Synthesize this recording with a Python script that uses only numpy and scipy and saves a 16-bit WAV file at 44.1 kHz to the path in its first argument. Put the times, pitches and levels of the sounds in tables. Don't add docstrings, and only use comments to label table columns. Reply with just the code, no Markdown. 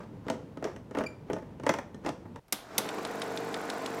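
import sys
import numpy as np
from scipy import signal
from scipy.fft import rfft, irfft, next_fast_len
from scipy.io import wavfile
from scipy.ndimage import map_coordinates

SR = 44100
rng = np.random.default_rng(int(sys.argv[2]) if len(sys.argv) > 2 else 0)


def output_pcm(signal):
    pcm = np.clip(np.atleast_2d(signal).T, -1, 1) * 32767
    wavfile.write(sys.argv[1], SR, np.round(pcm).astype(np.int16))


N = 176400
T = np.arange(N) / SR
AGE = T[:SR // 3]
POWER_ON_S, FIRST_FRAME_S, FRAME_HZ = 2.53, 2.8165, 24.0
# (frequency [Hz], level [dB])
FRICTION_TONE = [(120, -32), (300, 9.5), (600, 4.5), (1000, 4.5), (2000, -9.5), (3500, -18), (6000, -20.5),
                 (9000, -32.5), (16000, -42)]


def amp(db):
    return 10 ** (np.asarray(db) / 20)


def unit(x):
    return x / np.sqrt(np.mean(x ** 2) + 1e-20)


def along(points, hz):
    point_hz, values = np.transpose(points)
    return np.interp(np.log(hz + 1), np.log(point_hz + 1), values)


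def wobble(knots_per_s):
    return map_coordinates(rng.standard_normal(800), [T * knots_per_s], mode="wrap")


def noise(tone, size=N):
    hz = np.fft.rfftfreq(size, 1 / SR)
    return unit(irfft(rfft(rng.standard_normal(size)) * amp(along(tone, hz)), size))


def burst(tone, t60_s, attack_s):
    envelope = amp(-60 * AGE / t60_s) * (1 - np.exp(-AGE / attack_s))
    low_cut = signal.butter(2, 130, "high", fs=SR)
    struck = signal.lfilter(*low_cut, envelope * noise(tone, size=len(AGE)))
    return unit(struck) * np.sqrt(np.mean(envelope ** 2))


def modes(table):
    out = np.zeros(len(AGE))
    for hz, db, t60_s in table:
        decay = amp(db + rng.normal(0, 2.5) - 60 * AGE / t60_s)
        out += decay * rng.choice([-1, 1]) * np.sin(2 * np.pi * hz * (1 + rng.normal(0, 0.012)) * AGE)
    return out


def add(track, start_s, sound):
    part = track[max(round(start_s * SR), 0):][:len(sound)]
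    part += sound[:len(part)]


def in_room(x, wet_db):
    walls = [(150, 0.37), (1000, 0.36), (5000, 0.33), (14000, 0.27)]
    hz, t, spectra = signal.stft(rng.standard_normal(SR // 2), SR, nperseg=256)
    tail = signal.istft(spectra * amp(-60 * t / along(walls, hz)[:, None]), SR, nperseg=256)[1]
    response = np.pad(tail / np.linalg.norm(tail), (SR // 200, 0)) * amp(wet_db)
    response[0] = 1
    return signal.fftconvolve(x, response)


def rumble():
    room_tone = [(15, -42), (25, -21.5), (114, -2), (293, -5.5), (373, -12), (451, -10), (641, -19),
                 (695, -22), (936, -20), (1260, -29.5), (1370, -30), (2280, -35.5), (16000, -63)]
    return amp(-47.5 + 1.06 * wobble(14)) * noise(room_tone)


def hush():
    hush_tone = [(15, -27), (25, -1), (123, 1), (236, -9), (659, -11), (2480, -25.5), (7920, -33.5),
                 (16000, -38.5)]
    return amp(-63) * noise(hush_tone)


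def scraping():
    strokes = [(0.016, 0.034, -44), (0.307, 0.032, -39.5), (0.685, .035, -39.5), (0.991, 0.025, -33.5),
               (1.328, 0.026, -40.5), (1.689, .03, -36), (2.079, 0.02, -30.5)]
    swell = sum(amp(db) * np.exp(-0.5 * ((T - s) / sigma_s) ** 2) for s, sigma_s, db in strokes)
    grit = unit(amp(2.3 * wobble(190)) * noise(FRICTION_TONE))
    return in_room(amp(-6) * swell * grit, wet_db=-9.5)[:N]


def clacks():
    blows = [(0.267, -24, -46, -60), (0.283, -26, -32.5, -43), (0.3, -16, -28.5, -34),
             (0.338, -30, -41.5, -58), (0.572, -25, -42, -51.5), (0.625, -22.5, -34.5, -55),
             (0.642, -22, -34, -37), (0.651, -19, -33.5, -49), (0.672, -46, -37.5, -62),
             (0.762, -35, -44.5, -50), (0.91, -27, -42, -56), (0.949, -22, -31.5, -48.5),
             (0.971, -17.5, -30.5, -57), (0.986, -19.5, -32, -39), (1.007, -17.5, -28, -59),
             (1.037, -26, -33.5, -47), (1.3, -18, -30.5, -55), (1.332, -18.5, -40, -40),
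             (1.364, -24.5, -35.5, -69), (1.385, -33, -40.5, -60), (1.423, -46, -43.5, -65),
             (1.598, -27.5, -42.5, -55), (1.635, -27, -37.5, -49.5), (1.665, -15, -20, -34.5),
             (1.692, -12, -17, -26), (1.738, -25, -27.5, -37), (1.786, -29, -30.5, -43),
             (1.945, -30.5, -56, -51.5), (2.048, -25, -37.5, -54), (2.062, -19.5, -31, -36.5),
             (2.09, -20, -31.5, -37.5), (2.255, -41, -46, -75), (2.359, -40, -39, -50.5)]
    case_modes = [(279.6, -4.5, 0.2), (418, -1, .1), (497, -6.5, 0.36), (641, 1, 0.1), (867, -8.5, 0.073),
                  (1245, -5, .06), (1490, -19, 0.14), (1820, -15, 0.15), (2910, -9, 0.013)]
    # (frequency [Hz], level [dB])
    case_tone = [(50, -60), (120, -5), (190, -4), (285, 5.5), (370, -3.5), (490, -4), (650, -22),
                 (1100, -29), (3000, -65)]
    knock_tone = [(200, -19), (420, -5), (520, 0), (640, 6), (740, -13), (860, 0.5), (1020, -7),
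                  (1250, -8.5), (1600, -12), (1870, -11), (2500, -20.5), (5000, -44.5)]
    click_tone = [(500, -37), (1400, 5), (2200, -2.5), (3100, 3), (4500, -4.5), (6000, -2), (9000, -10),
                  (12000, -23), (16000, -42)]
    spring_tone = [(3000, -45), (5000, -7), (5600, 6), (6100, -1), (6600, -19), (8000, -38), (12000, -50)]
    out = np.zeros(N)
    for s, thump_db, knock_db, click_db in blows:
        thump = amp(-11) * burst(case_tone, t60_s=0.1, attack_s=0.00084)
        ring = amp(-19.5) * modes(case_modes)
        knock = amp(2.5) * burst(knock_tone, t60_s=0.054, attack_s=0.0012)
        click = amp(4) * burst(click_tone, t60_s=0.021, attack_s=0.00037)
        spring = amp(-25.5) * burst(spring_tone, t60_s=0.3, attack_s=0.0019)
        clack = amp(thump_db) * (thump + ring) + amp(knock_db) * knock + amp(click_db) * (click + spring)
        add(out, s, in_room(clack, wet_db=-9.5))
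    return out


def squeak():
    harmonics_db = [-34, -42.5, -51, -57, -64]
    start_s, length_s, pitch_hz = 1.0615, 0.014, 2385
    jitter = 0.017 * noise([(500, 5), (1500, -40)], size=len(AGE))
    phase = 2 * np.pi * np.cumsum(pitch_hz * (1 + jitter)) / SR
    tone = sum(amp(db) * np.sin(k * phase) for k, db in enumerate(harmonics_db, 1))
    envelope = np.sin(np.pi * np.clip(AGE / length_s, 0, 1))
    out = np.zeros(N)
    add(out, start_s, in_room(tone * envelope, wet_db=-9))
    return out


def switch():
    snaps = [(2.481, -58, -56), (2.524, -18, -31.5), (2.78, -15.5, -26.5)]  # (time [s], snap [dB], thud [dB])
    # (frequency [Hz], level [dB])
    snap_tone = [(290, -30), (500, -6), (919, 2), (1420, -18), (2130, 1), (2430, -4), (3980, -2.5),
                 (4530, -3.5), (5090, -1.5), (7980, -6.5), (8830, -5.5), (11600, -1.5), (16000, -18)]
    ring_tone = [(1500, -12), (3500, 12), (6000, -6), (9000, -13), (11500, -11), (13500, -18), (16000, -21)]
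    thud_tone = [(60, -27), (190, -0.5), (300, 2.5), (450, -1), (900, -6.5), (1500, -7.5), (4000, -33)]
    out = np.zeros(N)
    for s, snap_db, thud_db in snaps:
        snap = amp(4.5) * burst(snap_tone, t60_s=0.027, attack_s=0.002)
        ring = amp(-25.5) * burst(ring_tone, t60_s=0.34, attack_s=0.0025)
        thud = amp(thud_db) * burst(thud_tone, t60_s=0.11, attack_s=0.0034)
        add(out, s, in_room(amp(snap_db) * (snap + ring) + thud, wet_db=-14.5))
    return out


def fan():
    whir_tone = [(24, -62), (40, -32), (75, -26), (91, -44), (112, -15), (140, -31), (159, -10),
                 (237, -7.5), (262, -7.5), (312, -5.5), (337, -11.5), (455, -6.5), (529, -11), (663, -3),
                 (873, -7.5), (1480, -10.5), (3140, -24.5), (3650, -24), (5870, -27), (7540, -30.5),
                 (10200, -40.5), (14500, -40), (16000, -60)]
    throb_db = 0.95 * np.cos(4 * np.pi * FRAME_HZ * (T - FIRST_FRAME_S))
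    return amp(-40.5 + throb_db) * noise(whir_tone)


def mains():
    hum_hz, rise_s = 119.7, 0.03
    current = np.clip((T - POWER_ON_S) / rise_s, 0, 1)
    return amp(-63.5) * current * np.sqrt(2) * np.sin(2 * np.pi * hum_hz * T)


def motor():
    lines = [(70.0, -73), (118.4, -58.5), (166.9, -56), (193.8, -56.5), (215.3, -55.5), (263.8, -52),
             (290.7, -54.5), (312.2, -51), (360.7, -53.5), (409.1, -49.5), (457.6, -45.5), (527.6, -59.5),
             (576.0, -63.5), (646.0, -53), (694.4, -55), (769.8, -60), (909.8, -74.5), (1034, -56),
             (1292, -69), (1464, -57), (1486, -60)]
    spin_up_tau_s = 0.075
    speed = 1 - np.exp(-np.maximum(T - POWER_ON_S, 0) / spin_up_tau_s)
    turned_s = np.cumsum(speed) / SR
    hum = np.zeros(N)
    for hz, db in lines:
        level = amp(db + wobble(5.03)) * np.sqrt(2)
        hum += level * np.sin(2 * np.pi * (hz * turned_s + rng.random()) + 0.06 * wobble(3.97))
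    return amp(-0.5) * speed ** 6 * hum


def shuttle():
    # (time in frame [s], level [dB])
    cam = [(-.0015, -30.5), (.0045, -51), (.016, -39.5), (.0215, -45.5), (.027, -35.5)]
    claw = [(.0015, -52), (.0055, -45), (.025, -65), (0.0333, -54)]
    # (frequency [Hz], level [dB])
    cam_tone = [(70, -44), (170, -2), (300, -9), (470, 12.5), (560, -19), (700, 7), (1000, -6),
                (1500, -19.5), (2300, -6.5), (4000, -50)]
    claw_tone = [(1500, -19), (4000, -3), (8000, -1), (11000, 0), (13000, -5), (14500, -2), (16000, -10)]
    chirp_hz, width_hz, chirp_lag_s = 7360, 450, 0.029
    chirp_tone = [(chirp_hz / 2, -70), (chirp_hz - width_hz, -20), (chirp_hz, 0),
                  (chirp_hz + width_hz, -20), (chirp_hz * 2, -70)]
    alike = 0.45
    repeats = [burst(cam_tone, t60_s=0.03, attack_s=0.0013) for _ in cam]
    out = np.zeros(N)
    for s in np.arange(FIRST_FRAME_S, N / SR, 1 / FRAME_HZ):
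        for (lag_s, db), repeat in zip(cam, repeats):
            fresh = burst(cam_tone, t60_s=0.021, attack_s=0.00085)
            knock = np.sqrt(alike) * repeat + np.sqrt(1 - alike) * fresh
            add(out, s + lag_s, amp(db + rng.normal(0, 2.3)) * knock)
        for lag_s, db in claw:
            contact_s = s + lag_s + rng.normal(0, 0.0004)
            click = amp(db + rng.normal(0, 1.5)) * burst(claw_tone, t60_s=0.02, attack_s=0.0007)
            add(out, contact_s, click)
        chirp = amp(-44 + rng.normal(0, 1.5)) * burst(chirp_tone, t60_s=0.014, attack_s=0.001)
        add(out, s + chirp_lag_s, chirp)
    jolt = amp(-27.5) * burst(FRICTION_TONE, t60_s=0.065, attack_s=0.0016)
    add(out, start_s=2.981, sound=jolt)
    return in_room(out, wet_db=-15.5)[:N]


def ticks():
    turns = [(2.8892, -26), (3.05, -26), (3.2181, -24), (3.3737, -25.5), (3.5417, -24), (3.7, -24.5),
             (3.8606, -26)]
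    tick_tone = [(500, -13), (1500, 2), (2800, 1), (3600, 4.5), (5200, -0.5), (6500, -6.5), (8500, -5.5),
                 (9800, -14), (10800, -22), (16000, -30)]
    metal_modes = [(3590, -1.5, 0.033), (3870, -3, 0.029), (9660, -6, 0.035)]
    out = np.zeros(N)
    for s, db in turns:
        tick = amp(-2) * burst(tick_tone, t60_s=0.022, attack_s=0.0007) + amp(-16) * modes(metal_modes)
        add(out, s, in_room(amp(db) * tick, wet_db=-16))
    return out


def scene():
    run_up = [(2.52, -66), (2.56, -9.5), (2.68, -10.5), (2.76, -3), (2.86, 0), (2.98, -0.5), (4, 0.5)]
    drop_s, fade_s = 2.397, 0.0014
    before_drop = np.clip((drop_s - T) / fade_s, 0, 1)
    running = amp(np.interp(T, *np.transpose(run_up)))
    out = before_drop * (rumble() + clacks() + scraping() + squeak()) + hush()
    out += switch() + mains() + ticks() + running * (motor() + fan() + shuttle())
    return out[None]


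def record(dry):
    top_hz, edge_hz = 16500, 800
    size = next_fast_len(N + SR // 2)
    edge = np.clip((top_hz - np.fft.rfftfreq(size, 1 / SR)) / edge_hz, 0, 1)
    return irfft(rfft(dry, size) * np.sin(np.pi / 2 * edge) ** 2, size)[..., :N]


dry = scene()
out = record(dry)
output_pcm(out)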